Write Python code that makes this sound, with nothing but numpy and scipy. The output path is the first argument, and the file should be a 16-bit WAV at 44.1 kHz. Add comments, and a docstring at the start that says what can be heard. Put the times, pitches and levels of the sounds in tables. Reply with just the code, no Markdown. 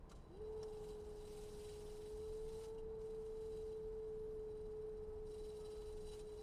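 """Wet smacks of palms on clay come first, then an electric pottery wheel spins up and whines on one pitch,
sagging a little as the hands press and swelling as the pitch nears a resonance of its frame.
Close by, clay hisses under the palms and rings the metal wheel head, throbbing with the motor shaft.
Later the thumbs squeak and chatter. The sounds of the hands bounce around the splash pan, and
behind it all the one microphone hears the low rumble of the drive and the studio."""
import sys
import numpy as np
from scipy import signal
from scipy.fft import rfft, irfft
from scipy.io import wavfile
from scipy.ndimage import uniform_filter1d

SR = 44100
rng = np.random.default_rng(int(sys.argv[2]) if len(sys.argv) > 2 else 0)


def wav_record(signal):
    """Record a signal, one row per channel, as 16-bit PCM in the file named by sys.argv[1]."""
    frames = np.transpose(np.atleast_2d(signal))
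    bounded = np.clip(frames, -1, 1)
    # unit amplitude maps onto the largest positive 16-bit level
    quanta = np.round(bounded * 32767).astype(np.int16)
    wavfile.write(sys.argv[1], SR, quanta)


N = 283298
TIME = np.arange(N) / SR
FREQ = np.fft.rfftfreq(N, 1 / SR)
SLOTS = 17  # armature slots: cycles of the whine per turn of the shaft
START_S, REACH_S = 0.288, 0.4  # the whine comes in; the wheel reaches working speed


# resonances of the frame near the whine: (f/Hz, width/Hz, tone level/dB)
FRAME_MODES = [(435.6, 15, -49), (330, 20, -59)]
# low tones of shaft and belt: (multiple of the shaft speed, level/dB re the median whine)
SHAFT_ORDERS = [(0.88, -14), (1.53, -24), (3.049, -20.5)]

def motor(turns, pitch_hz, third_db, flutter_db=0.63):
    """At the wheel, the armature slots sing one nearly pure tone; shaft and belt add weak low orders."""
    level_db = frame_swell(pitch_hz, FRAME_MODES, base_db=-62)
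    slot_phase = 2 * np.pi * SLOTS * turns
    whine = np.sin(slot_phase) * amp(level_db + flutter_db * wander(33))
    third = np.sin(3 * slot_phase) * amp(third_db + 2 * wander(4.5))
    hum = shaft_tones(turns, SHAFT_ORDERS) * amp(np.median(level_db))
    running = np.clip(TIME / REACH_S, 0, 1) ** 4
    return np.sqrt(2) * (whine + running * third) + running * hum


# resonance of the frame that the octave meets at top speed: (f/Hz, width/Hz, tone level/dB)
UPPER_FRAME_MODE = [(889, 9, -76.5)]

def motor_octave(turns, pitch_hz, waver_db=3):
    """The weak, wavering second harmonic of the whine."""
    level_db = frame_swell(2 * pitch_hz, UPPER_FRAME_MODE, base_db=-97) + waver_db * wander(4.6)
    return np.sqrt(2) * amp(level_db) * np.sin(2 * np.pi * 2 * SLOTS * turns)


# pitch of the whine under the hands: (t/s, f/Hz)
WORKING_PITCH = [(0.44, 431.6), (0.6, 434.2), (0.72, 428.5), (1.08, 422.4), (1.87, 422.5), (2.2, 430.4),
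                 (2.52, 440.8), (2.75, 442.3), (3.16, 438.2), (4.1, 435.7), (4.66, 428.9), (4.8, 433.7),
                 (4.96, 429.6), (5.8, 427.8), (6.1, 425.1), (6.4, 426)]

def motor_pitch(climb_hz_per_s=1100, round_s=0.012):
    """Pitch of the whine in Hz: an even climb that rounds into the working speed."""
    working_hz, = curves(WORKING_PITCH)
    shortfall_hz = climb_hz_per_s * round_s * np.logaddexp(0, (REACH_S - TIME) / round_s)
    return np.maximum(working_hz - shortfall_hz, working_hz / 2)


def frame_swell(tone_hz, modes, base_db, rise_s=0.028):
    """Level of a motor tone in dB: it swells as its pitch nears a resonance of the frame."""
    resonant = sum(amp(db) ** 2 / (1 + (2 * (tone_hz - hz) / width) ** 2) for hz, width, db in modes)
    onset = np.clip((TIME - START_S) / rise_s, .05, 1)
    return 10 * np.log10((amp(base_db) ** 2 + resonant) * onset ** 2)


# spells in which the drive turns harsh: (t/s, half length/s, third harmonic rise/dB, rattle rise/dB)
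HARSH_SPELLS = [(0.598, 0.073, 7, 2.5), (2.26, 0.05, 16, -2.5), (2.657, 0.11, 14, 1.5),
                (2.934, 0.1, -3, 5.5), (5.125, 0.073, 12, 4.5), (5.636, 0.08, 14, 5),
                (5.833, 0.11, 12.5, 4)]

def strain(press_db, cold_db=10.5, settle_s=1.14):
    """Rattle and third harmonic in dB: starting and pressure lift the rattle, harsh spells move both."""
    settling = np.minimum(TIME / REACH_S, 1) ** 4 * np.exp(-np.maximum(TIME - REACH_S, 0) / settle_s)
    rattle_db = -77 + cold_db * settling + 0.14 * press_db
    third_db = -93
    for s, half_length, third_rise_db, rattle_rise_db in HARSH_SPELLS:
        spell = np.exp(-((TIME - s) / half_length) ** 2)
        rattle_db += rattle_rise_db * spell
        third_db += third_rise_db * spell
    return rattle_db, third_db


# modes of the housing, shaken by the bearings: (f/Hz, width/Hz, relative level/dB)
HOUSING_MODES = [(410, 620, -9.5), (456.3, 70, 6.5), (642, 130, 2), (801, 73, 1), (911, 164, 0),
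                 (1107, 330, -15.5), (1424, 170, -13.5)]
# buzz around the octave of the whine: (multiple of the shaft speed, level/dB re the rattle)
BUZZ_ORDERS = [(32.7, -11.5), (33, -15), (34, -12), (35.5, -18.5)]

def bearings(turns, rattle_db, rolling_db=6, load_share=0.59):
    """Rolling noise and a buzz in the housing grow with the strain on the drive."""
    usual_db = np.median(rattle_db)
    load_db = load_share * (rattle_db - usual_db)
    rolling = ring(noise(), HOUSING_MODES) * amp(usual_db + rolling_db + load_db)
    buzz = shaft_tones(turns, BUZZ_ORDERS) * amp(rattle_db) * (TIME > START_S)
    return rolling + buzz


# hiss under the pressure of each grip, centring the clay and then opening it: (t/s, level/dB)
CENTRING_GRIP = [(0, -102), (0.35, -88.5), (0.89, -70.5), (0.98, -76.5), (1.2, -74.5), (1.29, -69),
                 (1.6, -67), (2.42, -73.5), (2.65, -67.5), (2.73, -80), (2.87, -93)]
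OPENING_GRIP = [(2.94, -89.5), (3.03, -79), (3.6, -76), (3.9, -84.5), (5.23, -85.5), (5.31, -74.2),
                (6.04, -73.5), (6.16, -70), (6.25, -78.5), (6.42, -72.5)]

def hand_pressure(usual_hiss_db=-76.5):
    """Pressing harder lifts the hiss: its level, and its excess over ordinary pressure, both in dB."""
    hiss_db, = curves(list(CENTRING_GRIP) + list(OPENING_GRIP))
    return hiss_db, hiss_db - usual_hiss_db


# hiss of wet clay: (f/Hz, relative level/dB per Hz)
SLIP_SPECTRUM = [(300, 2), (1000, -2), (2200, -2.5), (3200, -0.5), (3600, -0.5), (5200, 1), (6300, -1),
                 (7400, -1.5), (8800, 1), (9600, -0.5), (10000, -3.5), (11500, -7), (13500, -11.5),
                 (15500, -16)]
# modes of the metal wheel head: (f/Hz, width/Hz, relative level/dB)
HEAD_MODES = [(2867, 250, -5.5), (3140, 130, -11), (3949, 78, -1), (4800, 150, -7.5), (5420, 62, -13.5),
              (5530, 140, -13.5), (6800, 55, -20), (8400, 130, -14.5), (8860, 330, -12), (9420, 220, -14.5),
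              (9590, 170, -14.5), (11050, 80, -24.5)]
# ripple of the drive, shared out to hiss and ring: (multiple of the shaft speed, depth/dB)
DRIVE_RIPPLE = [(0.752, -3), (0.999, 1.5), (1.75, 1.4), (1.998, 1), (2.999, 1.5)]

def clay(turns, hiss_db, drag_db, hiss_throb=0.38, head_throb=0.89, catch_db=2):
    """Close on the palms: sliding hiss and the ring of the wheel head, both pulsing with the drive."""
    ripple_db = sum(db * np.sin(2 * np.pi * (k * turns + rng.random())) for k, db in DRIVE_RIPPLE)
    throb_db = ripple_db + catch_db * np.tanh(wander(9.1))  # the skin also catches at random
    fine_grains = grit(per_s=14000, spread_db=2.5) * amp(hiss_throb * throb_db)
    hiss = wet_film(colour(fine_grains, SLIP_SPECTRUM))
    coarse_grains = grit(per_s=9900, spread_db=8) * amp(head_throb * throb_db)
    return hiss * amp(hiss_db) + ring(coarse_grains, HEAD_MODES) * amp(drag_db)


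def drag(press_db, usual_db=-80.5, grab_db=12.5, grab_s=0.081, loosen_s=0.62):
    """Ring of the wheel head in dB: the clay grabs the palms at first and loosens as the slip spreads."""
    start_db = grab_db * np.minimum(TIME / grab_s, 1) * np.exp(-(TIME / loosen_s) ** 2)
    grip_db = np.minimum(0.9 * press_db, 4)  # under firm pressure the skin slides on the slip
    uneven_db = -2.5 * wander(6.5)  # wetter and drier clay passes
    return usual_db + grip_db + start_db + uneven_db


def wet_film(hiss, depth_db=2, patch_cells=6):
    """The colour of the hiss shifts from moment to moment as the wet film breaks and closes."""
    cells = signal.stft(hiss, nperseg=256)[2]
    patches = uniform_filter1d(rng.standard_normal(cells.shape), patch_cells, axis=0)
    patches = unit(uniform_filter1d(patches, patch_cells, axis=1))
    return unit(signal.istft(cells * amp(depth_db * patches))[1][:N])


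# wet smacks under the hands: (t/s, spray level/dB, decay/s, head ring/dB re spray, splat/dB re spray)
PALM_SMACKS = [(0.098, -67.5, 0.01, -11, -13), (0.117, -65, 0.0092, -17, 6), (0.154, -73.5, 0.035, -14, -9),
               (0.633, -64.5, 0.0059, -15, 6), (2.783, -77, 0.019, 4.5, -2), (3.015, -74, 0.011, -8, -13),
               (6.088, -74, 0.0097, 6, -5), (6.135, -67, 0.02, -1, -5), (6.195, -63, 0.0093, -18, -16)]
# bright spray and dull splat of a smack: (f/Hz, relative level/dB per Hz)
SPRAY_SPECTRUM = [(600, -42), (2000, -1.5), (4000, -1), (7200, -0.5), (9500, -4.5), (12000, -16),
                  (15000, -24)]
SPLAT_SPECTRUM = [(350, -19), (650, 3.5), (1000, 2), (1350, -1), (2200, -15), (5000, -34)]

def smacks(rise_s=0.003):
    """Short gritty bursts as a palm lets go of the wet clay or grips it again."""
    grains = grit(per_s=9000, spread_db=2)
    spray = colour(grains, SPRAY_SPECTRUM)
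    head = ring(grains, HEAD_MODES)
    splat = colour(noise(), SPLAT_SPECTRUM)
    out = np.zeros(N)
    for s, db, decay_s, head_db, splat_db in PALM_SMACKS:
        burst = np.exp(-abs(TIME - s) / np.where(TIME < s, rise_s, decay_s))
        out += amp(db) * burst * (spray + amp(head_db) * head + amp(splat_db) * splat)
    return out


# ringing ticks: (t/s, f/Hz, peak level/dB, t60/s)
TICKS = [(0.1168, 3920, -59.5, 0.029), (0.116, 6900, -67, 0.006), (0.1205, 1370, -66, 0.027),
         (0.6305, 5580, -49, 0.012), (0.6339, 5330, -55, 0.014), (2.78, 2860, -68.5, 0.089)]

def ticks():
    """A bubble bursts in the slip or a finger touches the wheel head, ringing briefly on one pitch."""
    out = np.zeros(N)
    for s, hz, db, t60 in TICKS:
        age = np.maximum(TIME - s, 0)
        out += amp(db - 60 * age / t60) * np.sin(2 * np.pi * hz * age)
    return out


# chatter of the thumbs on drier clay: (t/s, level/dB)
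CHATTER_LEVEL = [(3.8, -107), (4.65, -84.5), (5.23, -92), (5.29, -76), (6.0, -78), (6.14, -69),
                 (6.42, -84.5)]
# brightness of each scrape: (f/Hz, relative level/dB per Hz)
SCRAPE_SPECTRUM = [(2800, -11), (4000, -5.5), (4900, -3.5), (5600, 0.5), (8500, 1.5), (12000, -2.5)]

def thumb_chatter(turns, slips_per_turn=.75, spread_db=2, sharpness=1.5):
    """The thumbs stick and slip; each slip is a short scrape that rings the wheel head's high modes."""
    level_db, = curves(CHATTER_LEVEL)
    cycle = slips_per_turn * turns + 0.28 * wander(6.3)
    slips = np.exp(sharpness * np.cos(2 * np.pi * cycle)) * amp(spread_db * np.tanh(wander(7.8)))
    scrape = colour(grit(per_s=6000, spread_db=3) * slips, SCRAPE_SPECTRUM)
    return ring(scrape, HEAD_MODES) * amp(level_db) * (TIME > CHATTER_LEVEL[0][0])


# squeaks as the thumbs open the clay: (t/s, length/s, top f/Hz, level/dB)
SQUEAKS = [(4.083, 0.34, 10860, -91.5), (4.198, 0.2, 11800, -95)]

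def thumb_squeak(start, length, top_hz, db, skew=0.8, arch=0.09, fade_db=12, flutter_db=4):
    """Wet skin sticks and slips: pitch and level rise and fall in one rough arch."""
    progress = np.linspace(0, 1, 30)
    drop = 1 - np.sin(np.pi * progress ** skew)
    rows = np.transpose([start + length * progress, top_hz * (1 - arch * drop), db - fade_db * drop])
    return whistle(rows, jitter=0.0083) * amp(flutter_db * wander(40))


def splash_pan(x, echo_db=-10, t60=0.051, count=60):
    """Quick reflections off the pan, the arms and the table follow the direct sound to the microphone."""
    delay_s = rng.uniform(.001, .035, count)
    taps = np.zeros(SR // 10)
    taps[(delay_s * SR).astype(int)] = rng.choice([-1, 1], count) * amp(-60 * delay_s / t60)
    taps *= amp(echo_db) / np.linalg.norm(taps)
    taps[0] = 1  # direct sound
    return signal.oaconvolve(x, taps / np.linalg.norm(taps))[:N]


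# note of the idling drive: (t/s, f/Hz, level/dB)
IDLE_NOTE = [(0.0, 1040, -81), (0.15, 1035, -79), (0.31, 1036, -77), (0.37, 1040, -120)]

def idle_drive():
    """The drive whistles faintly before it gathers speed."""
    return whistle(IDLE_NOTE, jitter=0.016)


# room tone with the wheel on: (f/Hz, relative level/dB per Hz)
RUMBLE_SPECTRUM = [(10, -21), (22, 2), (42, 1.5), (60, -5), (82, -8.5), (115, -12), (155, -10), (205, -11),
                   (255, -20), (310, -15.5), (600, -23.5), (1200, -32.5), (2500, -44.5), (14000, -61.5)]

def studio_rumble(level_db=-57.5):
    """Behind the wheel's whine lies the steady low rumble of the drive and the studio."""
    return amp(level_db) * colour(noise(), RUMBLE_SPECTRUM)


def shaft_tones(turns, orders, waver_db=3.5):
    """Wavering tones locked to the shaft."""
    out = np.zeros(N)
    for multiple, db in orders:
        out += amp(db + waver_db * wander(2.9)) * np.sin(2 * np.pi * (multiple * turns + rng.random()))
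    return np.sqrt(2) * out


def whistle(rows, jitter):
    """A thin tone along rows of (t/s, f/Hz, level/dB); its pitch strays by the share jitter."""
    hz, db = curves(rows)
    sounding = (TIME >= rows[0][0]) & (TIME < rows[-1][0])
    phase = 2 * np.pi * np.cumsum(hz * (1 + jitter * wander(200))) / SR
    return np.sqrt(2) * sounding * amp(db) * np.sin(phase)


def grit(per_s, spread_db):
    """Tiny clicks of uneven size: grains of clay passing under the skin."""
    size = amp(spread_db * np.minimum(rng.exponential(1, N), 4))
    return unit(np.sign(noise()) * size * (rng.random(N) < per_s / SR))


def ring(x, modes):
    """Passes x through steep resonances; each level sets that mode's share of the power."""
    response = sum(amp(db) / np.sqrt(width) / (1 + 2j * (FREQ - hz) / (1.42 * width)) ** 2
                   for hz, width, db in modes)
    return unit(irfft(rfft(x) * response, N))


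def colour(x, spectrum):
    """Gives x a smooth spectrum, at an rms of one."""
    hz, db = np.transpose(spectrum)
    gain = amp(np.interp(np.log(FREQ + 1), np.log(hz), db))
    return unit(irfft(rfft(x) * gain, N))


def wander(rate_hz):
    """Slow random drift of rms one."""
    return unit(irfft(rfft(noise()) / (1 + (FREQ / rate_hz) ** 4), N))


def noise():
    """White noise."""
    return rng.standard_normal(N)


def curves(rows):
    """Each column after t/s as a curve in time."""
    s, *columns = np.transpose(rows)
    return [np.interp(TIME, s, column) for column in columns]


def amp(db):
    """Decibels to gain."""
    return 10 ** (np.asarray(db) / 20)


def unit(x):
    """Scales to an rms of one."""
    return x / np.sqrt(np.mean(x ** 2) + 1e-30)


def scene():
    """Mono, beside the wheel: one shaft drives whine, buzz and throb; hands set hiss, drag and strain."""
    pitch_hz = motor_pitch()
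    hiss_db, press_db = hand_pressure()
    rattle_db, third_db = strain(press_db)
    jogged_hz = pitch_hz * (1 + 0.0023 * wander(12.4))  # lumps in the clay jog the speed
    turns = np.cumsum(jogged_hz) / SLOTS / SR
    whine = motor(turns, pitch_hz, third_db) + motor_octave(turns, pitch_hz)
    drive = whine + bearings(turns, rattle_db) + idle_drive()
    squeaks = sum(thumb_squeak(*row) for row in SQUEAKS)
    hands = clay(turns, hiss_db, drag(press_db)) + thumb_chatter(turns) + smacks() + ticks() + squeaks
    return (drive + splash_pan(hands) + studio_rumble())[None]


def record(dry):
    """The microphone feeds a recorder whose band ends at 15.6 kHz."""
    low_pass = signal.firwin(511, 15600, window=("kaiser", 9), fs=SR)
    return signal.oaconvolve(dry, low_pass[None], "same")


dry = scene()
out = record(dry)
wav_record(out)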